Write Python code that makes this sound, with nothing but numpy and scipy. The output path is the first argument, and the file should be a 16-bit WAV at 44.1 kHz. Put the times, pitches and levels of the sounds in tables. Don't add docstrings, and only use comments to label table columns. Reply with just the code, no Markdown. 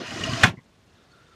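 import sys
import numpy as np
from scipy import signal
from scipy.io import wavfile

SR = 44100
rng = np.random.default_rng(int(sys.argv[2]) if len(sys.argv) > 2 else 0)


def ratio(d):
    e = np.asarray(d, float) / 20
    return 10 ** e


def wav_record(signal):
    frames = np.transpose(np.atleast_2d(signal))
    bounded = np.clip(frames, -1, 1)
    quanta = np.round(bounded * 32767).astype(np.int16)
    wavfile.write(sys.argv[1], SR, quanta)


N = 59535
T = np.arange(N) / SR

# pitch in Hz, level in dB per Hz.
AIR_COLOUR = [(25, -6.5), (100, -2.5), (250, -7.5), (600, -15), (3000, -23.5), (6500, -29), (9000, -37),
              (15700, -48.5)]
# time in seconds, level in dB.
BEDDING_MOVES = [
    (.6, -75.5),
    (.8, -74),
    (.95, -64),
    (1.06, -64),
    (1.15, -63),
    (1.35, -63.5),
]
# pitch in Hz, level in dB per Hz.
CLOTH_COLOUR = [(180, -38), (300, -5.5), (620, -2.5), (680, -17.5), (1380, -3.5), (2270, -12.5), (3600, -9),
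                (12000, -34), (15600, -64.5), (22000, -120)]
# start in seconds, length in seconds, level in dB, pitch in Hz, width in Hz.
CHIRPS = [
    (.95, .1, -75, 3700, 200),
    (.955, .015, -71, 4050, 80),
    (1.108, .022, -64, 4390, 160),
    (1.135, .013, -67, 3590, 70),
    (1.18, .015, -69, 3650, 60),
    (1.255, .02, -68, 3620, 60),
    (1.32, .012, -67, 3680, 70),
]
# start in seconds, length in seconds, level in dB, pitch in Hz, width in Hz.
CREAKS = [(.572, .009, -52.5, 2090, 150), (.581, .014, -55, 2040, 200), (.577, .018, -61, 1040, 160),
          (.98, .04, -70, 1400, 150), (1.105, .015, -68, 1450, 150), (1.128, .03, -59.5, 1380, 130),
          (1.158, .025, -63, 1420, 130), (1.185, .04, -63, 1380, 110), (1.222, .05, -66, 1420, 130),
          (1.272, .04, -69, 1380, 130), (.594, .01, -62, 2000, 300), (1.31, .036, -60, 1350, 100)]
# start in seconds, peak in dB, pitch in Hz, time to fall 60 dB in seconds.
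JOLTS = [(.0, -22.5, 238, 0.016), (.008, -29.5, 349, 0.084), (0.011, -29.5, 233.6, 0.054),
         (0.138, -29.5, 109, 0.072), (0.204, -25, 121, 0.032), (.288, -17, 119.8, 0.057),
         (0.313, -25, 114, 0.086), (0.326, -21, 121.7, 0.093), (.434, -8.5, 114.8, 0.09),
         (0.443, -10.5, 200, 0.041), (0.476, -22.5, 150, 0.073), (0.494, -25, 112, 0.04),
         (.505, -20.5, 109.6, 0.031), (0.343, -26, 159, 0.021), (.417, -25.5, 252.4, .04),
         (0.536, -27.5, 182.5, 0.047), (0.573, -33, 132.5, 0.071), (0.585, -35, 232.3, 0.029)]
# start in seconds, length in seconds, level in dB, pitch in Hz, width in Hz.
RAIL_SINGS = [(.005, .035, -41, 470, 120), (.115, .04, -44, 790, 25), (.21, .035, -41, 1860, 60),
              (.25, .035, -39, 1850, 60), (.245, .055, -39, 660, 45), (.31, .05, -44, 670, 40),
              (.372, .016, -35, 690, 60), (.39, .04, -41, 690, 50), (.352, .034, -42, 1880, 60),
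              (.21, .02, -42, 1100, 60), (.245, .03, -40, 1270, 80), (.255, .06, -42, 1060, 50),
              (.325, .025, -40, 1140, 70), (.325, .025, -41, 1550, 70), (.395, .03, -42, 1100, 80),
              (.06, .04, -47, 2750, 200), (.53, .022, -55, 700, 300)]
# start in seconds, peak in dB, ringing pitch in Hz.
SNAGS = [
    (0.1056, -28, 2960),
    (0.195, -34, 2920),
    (0.2357, -17.5, 2850),
    (0.2645, -31, 2950),
    (0.3164, -33, 2840),
    (0.3347, -21.5, 2870),
]
SCRATCH_BAND = [3200, 8500]
# time in seconds, friction in dB, share into the frame in dB, shake of the wall in dB.
PUSH = [
    (0.0, -44.5, -7, -18.5),
    (0.068, -44, -5.5, -40.5),
    (0.162, -42.5, -7, -32),
    (0.264, -39, -6, -30.5),
    (0.286, -41, -2.5, -34),
    (0.4, -38.5, -6.5, -31.5),
    (0.424, -37, -2.5, -26.5),
    (0.43, -32, -2, -26.5),
]
# pitch in Hz, level in dB per Hz.
RAIL_COLOUR = [(240, -41), (400, -12), (664, -7), (875, -11.5), (1100, -5.5), (2100, -5), (2940, -9),
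               (6430, -13), (15700, -57)]
# pitch in Hz, width in Hz, level in dB.
FRAME_RESONANCES = [(642, 31, -2.5), (1087, 120, -5.5), (1209, 65, -1.5), (1586, 80, -3), (1870, 110, -2),
                    (2460, 290, -3.5), (2870, 170, -1.5), (4330, 140, -9), (4880, 92, -5), (6160, 52, -8.5)]
# pitch in Hz, level in dB per Hz.
WALL_COLOUR = [(15, -52), (25, -31), (112, 1), (194, -3.5), (260, -0.5), (377, -8), (512, -17.5),
               (600, -13.5), (780, -48), (1320, -120)]
# time in seconds, peak in dB.
CONTACTS = [
    (0.4345, -13.5),
    (0.4348, -8),
    (0.4358, -1.5),
    (0.4387, 1),
    (.4420, -4),
    (.4447, -8.5),
    (0.45, -12.5),
    (.4585, -18),
    (0.4709, -23),
]
# pitch in Hz, level in dB, time to fall 60 dB in seconds.
BAR_MODES = [(1775, 1, .03), (655, -8, .12), (742, -8, .1), (1050, -10, .1), (1160, -12, .07),
             (1378, -10, .1), (1510, -2, .045), (1685, 4, .04), (1884, -5, .07), (2180, -3, .05),
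             (2492, -4, .05), (2860, -9, .06), (3478, -3, .05), (4185, -10, .04)]
# pitch in Hz, level in dB per Hz.
CRACK_COLOUR = [(180, -42.5), (300, -11), (900, -10), (1620, -4), (2940, -2), (3770, -14), (4240, -7.5),
                (4530, -14.5), (6450, -17), (7400, -24), (15700, -43.5)]
# pitch in Hz, level in dB per Hz.
TAIL_COLOUR = [(56, -30.5), (70, -8), (110, -5), (243, -6.5), (397, -18), (664, -9), (1260, -14),
               (2440, -13.5), (6390, -24.5), (15700, -50)]

STOP_S, STOP_FADE_S = 0.436, 0.0028
GRAINS_PER_S, GRAIN_SPREAD_DB = 11000, 4
DULL_START_S, DULL_START_HZ, DULL_START_DB, DULL_FADE_S = 0.056, 6300, -10, 0.012
SNAG_S, SNAG_T60_S, SCRATCH_STRETCH = 0.0033, 0.0225, 1.6
SLAM_S, CRACK_RISE_S, CRACK_HOLD_S, CRACK_T60_S = 0.432, 0.002, 0.0073, 0.031
TAIL_BASS_T60_S, TAIL_T60_S, TAIL_TREBLE_T60_S = 0.36, 0.25, 0.2
TAIL_CUT_S, CUT_DB_PER_S, CUT_TILT = 0.4965, 328, 0.2
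REBOUND_S, REBOUND_WIDTH_S, REBOUND_DB, REBOUND_HZ = 0.478, 0.011, 3, 2800


def rms_one(x):
    return x / np.sqrt(np.mean(x ** 2) + 1e-20)


def in_time(rows):
    s, *columns = np.transpose(rows)
    return [np.interp(T, s, column) for column in columns]


def drift(rate):
    r = np.exp(-80 * np.pi * rate / SR)
    slow = signal.lfilter([1], [1, -2 * r, r * r], rng.standard_normal(N // 40 + 2002))
    slow = slow[2000:]
    return np.interp(np.arange(N) / 40, np.arange(len(slow)), rms_one(slow))


def ring(x, hz, t60):
    r = ratio(-60 / (t60 * SR))
    w = 2 * np.pi * hz / SR
    return signal.lfilter([0, np.sin(w)], [1, -2 * r * np.cos(w), r * r], x + 1e-18)


def resonance(x, hz, width_hz):
    r = np.exp(-np.pi * width_hz / SR)
    w = 2 * np.pi * hz / SR
    return signal.lfilter([(1 - r * r) / 2, 0, (r * r - 1) / 2], [1, -2 * r * np.cos(w), r * r], x)


def bands(source, colour, patchy_db):
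    hz, db = np.transpose(colour)
    edges = 22 * 2 ** np.arange(0, 9.7, 1 / 3)
    centres = np.sqrt(edges[1:] * edges[:-1])
    level_db = np.interp(np.log(centres), np.log(hz), db, left=db[0] - 26.5)
    together = drift(21)
    out = []
    for k in range(len(centres)):
        sos = signal.butter(2, edges[k:k + 2], "band", fs=SR, output="sos")
        flicker_db = patchy_db * (0.097 * together + drift(49))
        out.append(ratio(level_db[k] + flicker_db) * signal.sosfilt(sos, source[k % 2]))
    out = np.array(out)
    return centres, out / np.sqrt(np.mean(out.sum(axis=0) ** 2))


def noise(colour, patchy_db):
    return bands(rng.standard_normal((2, N)), colour, patchy_db)[1].sum(axis=0)


def rough_tones(rows):
    out, white, waver = np.zeros(N), rng.standard_normal(N), drift(40)
    for s, length, db, hz, width_hz in rows:
        shape = np.clip(np.minimum(T - s, s + length - T) / 0.004 + 0.5, 0, 1)
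        rough = rms_one(resonance(resonance(white, hz, width_hz), hz, width_hz))
        steady = np.sin(2 * np.pi * np.cumsum(hz + 0.35 * width_hz * waver) / SR)
        tone = shape * (rough + 1.08 * steady)
        out += ratio(db) * tone / np.sqrt(np.sum(tone ** 2) / np.sum(shape ** 2))
    return out


def cabin_air():
    return ratio(-59) * noise(AIR_COLOUR, patchy_db=1.5)


def bedding():
    return ratio(in_time(BEDDING_MOVES)[0]) * noise(CLOTH_COLOUR, patchy_db=2.6)


def far_birds():
    return rough_tones(CHIRPS)


def bunk_creaks():
    return rough_tones(CREAKS)


def wall_jolts():
    out = np.zeros(N)
    for s, db, hz, t60 in JOLTS:
        t = np.maximum(T - s, 0)
        body = np.sin(2 * np.pi * hz * t) + 0.39 * np.sin(4 * np.pi * hz * t)
        rise = 1 - np.exp(-t / 0.0026)
        out += rise * ratio(db + 2 - 60 * t / t60) * body
    return out


def rail_singing():
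    return rough_tones(RAIL_SINGS)


def snags():
    out, white = np.zeros(N), rng.standard_normal(N)
    sos = signal.butter(2, SCRATCH_BAND, "band", fs=SR, output="sos")
    scratch = signal.sosfilt(sos, noise(RAIL_COLOUR, patchy_db=0))
    for s, db, hz in SNAGS:
        t = np.maximum(T - s, 0) / SNAG_S
        burst = 6 * t * np.exp(-2.2 * t)
        body = ring(burst * white, hz, SNAG_T60_S)
        t_scratch = t / SCRATCH_STRETCH
        scrape = 2.29 * t_scratch * np.exp(-2 * t_scratch) * scratch
        out += ratio(db) * (ratio(-0.5) * body / np.abs(body).max() + ratio(-4) * scrape)
    return out


def friction_grains():
    sizes = ratio(GRAIN_SPREAD_DB * np.minimum(rng.exponential(1, (2, N)), 5))
    signs = rng.choice([-1, 1], (2, N))
    return sizes * signs * (rng.random((2, N)) < GRAINS_PER_S / SR)


def rail_hiss(grains):
    centres, rail = bands(grains, RAIL_COLOUR, patchy_db=2.0)
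    slow = np.clip(0.5 - (T - DULL_START_S) / DULL_FADE_S, 0, 1)
    dull_db = DULL_START_DB * np.outer(centres > DULL_START_HZ, slow)
    return (rail * ratio(dull_db)).sum(axis=0)


def frame_ringing(grains):
    out = np.zeros(N)
    for k, (hz, width_hz, db) in enumerate(FRAME_RESONANCES):
        once = resonance(grains[k % 2], hz, 2 * width_hz)
        twice = rms_one(resonance(once, hz, 2 * width_hz))
        out += ratio(db + 1.8 * drift(20)) * twice * np.sqrt(width_hz)
    return rms_one(out)


def slide():
    friction_db, frame_db, wall_db = in_time(PUSH)
    grains = friction_grains()
    hiss = ratio(friction_db + 4.5) * rail_hiss(grains)
    frame = ratio(friction_db + frame_db + 10) * frame_ringing(grains)
    wall_wakes = np.clip(T / 0.1, 0.25, 1)
    wall = wall_wakes * ratio(wall_db - 4.5) * noise(WALL_COLOUR, patchy_db=2.5)
    moving = np.exp(-np.maximum(T - STOP_S, 0) / STOP_FADE_S)
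    return moving * (hiss + frame + wall)


def struck_bar():
    s, db = np.transpose(CONTACTS)
    out = np.zeros(N)
    for hz, level_db, t60 in BAR_MODES:
        strength = ratio(db + level_db - 13 + rng.normal(0, 2, len(s)))
        clicks = np.zeros(N)
        clicks[(s * SR).astype(int)] = strength * rng.choice([-1, 1], len(s))
        out += ring(clicks, hz, t60)
    return out


def crack():
    fall_s = np.maximum(T - SLAM_S - CRACK_RISE_S - CRACK_HOLD_S, 0)
    return ratio(-10 - 60 * fall_s / CRACK_T60_S) * noise(CRACK_COLOUR, patchy_db=4.2)


def cabin_tail(cut_db):
    hz, tail = bands(rng.standard_normal((2, N)), TAIL_COLOUR, patchy_db=-0.4)
    t60 = np.where(hz < 3900, TAIL_T60_S, TAIL_TREBLE_T60_S)
    t60 = np.where(hz < 400, TAIL_BASS_T60_S, t60)[:, None]
    tail_db = -17.5 - 60 * np.maximum(T - SLAM_S, 0) / t60
    tail_db = tail_db + np.outer((hz / 3000) ** CUT_TILT, cut_db)
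    rebound_colour = np.exp(-np.log2(hz / REBOUND_HZ) ** 2)
    rebound_time = np.exp(-((T - REBOUND_S) / REBOUND_WIDTH_S) ** 2)
    tail_db = tail_db + REBOUND_DB * np.outer(rebound_colour, rebound_time)
    return (ratio(tail_db) * tail).sum(axis=0)


def slam():
    rise = np.clip((T - SLAM_S) / CRACK_RISE_S, 0, 1) ** 2
    cut_db = -CUT_DB_PER_S * np.maximum(T - TAIL_CUT_S, 0)
    hit = struck_bar() + rise * crack()
    return hit * ratio(cut_db) + rise * cabin_tail(cut_db)


def scene():
    background = cabin_air() + bedding() + far_birds() + bunk_creaks()
    blind = wall_jolts() + rail_singing() + snags() + slide() + slam()
    return (background + blind)[None]


def band_limit(x):
    return signal.sosfilt(signal.butter(12, 15860, fs=SR, output="sos"), x)


def record(dry):
    x = 1.307 * np.tanh(dry / 1.289)
    x = signal.sosfilt(signal.cheby2(12, 70, 16400, fs=SR, output="sos"), x)
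    x = signal.sosfilt(signal.butter(2, 52, "high", fs=SR, output="sos"), x)
    return band_limit(x)


dry = scene()
out = record(dry)
wav_record(out)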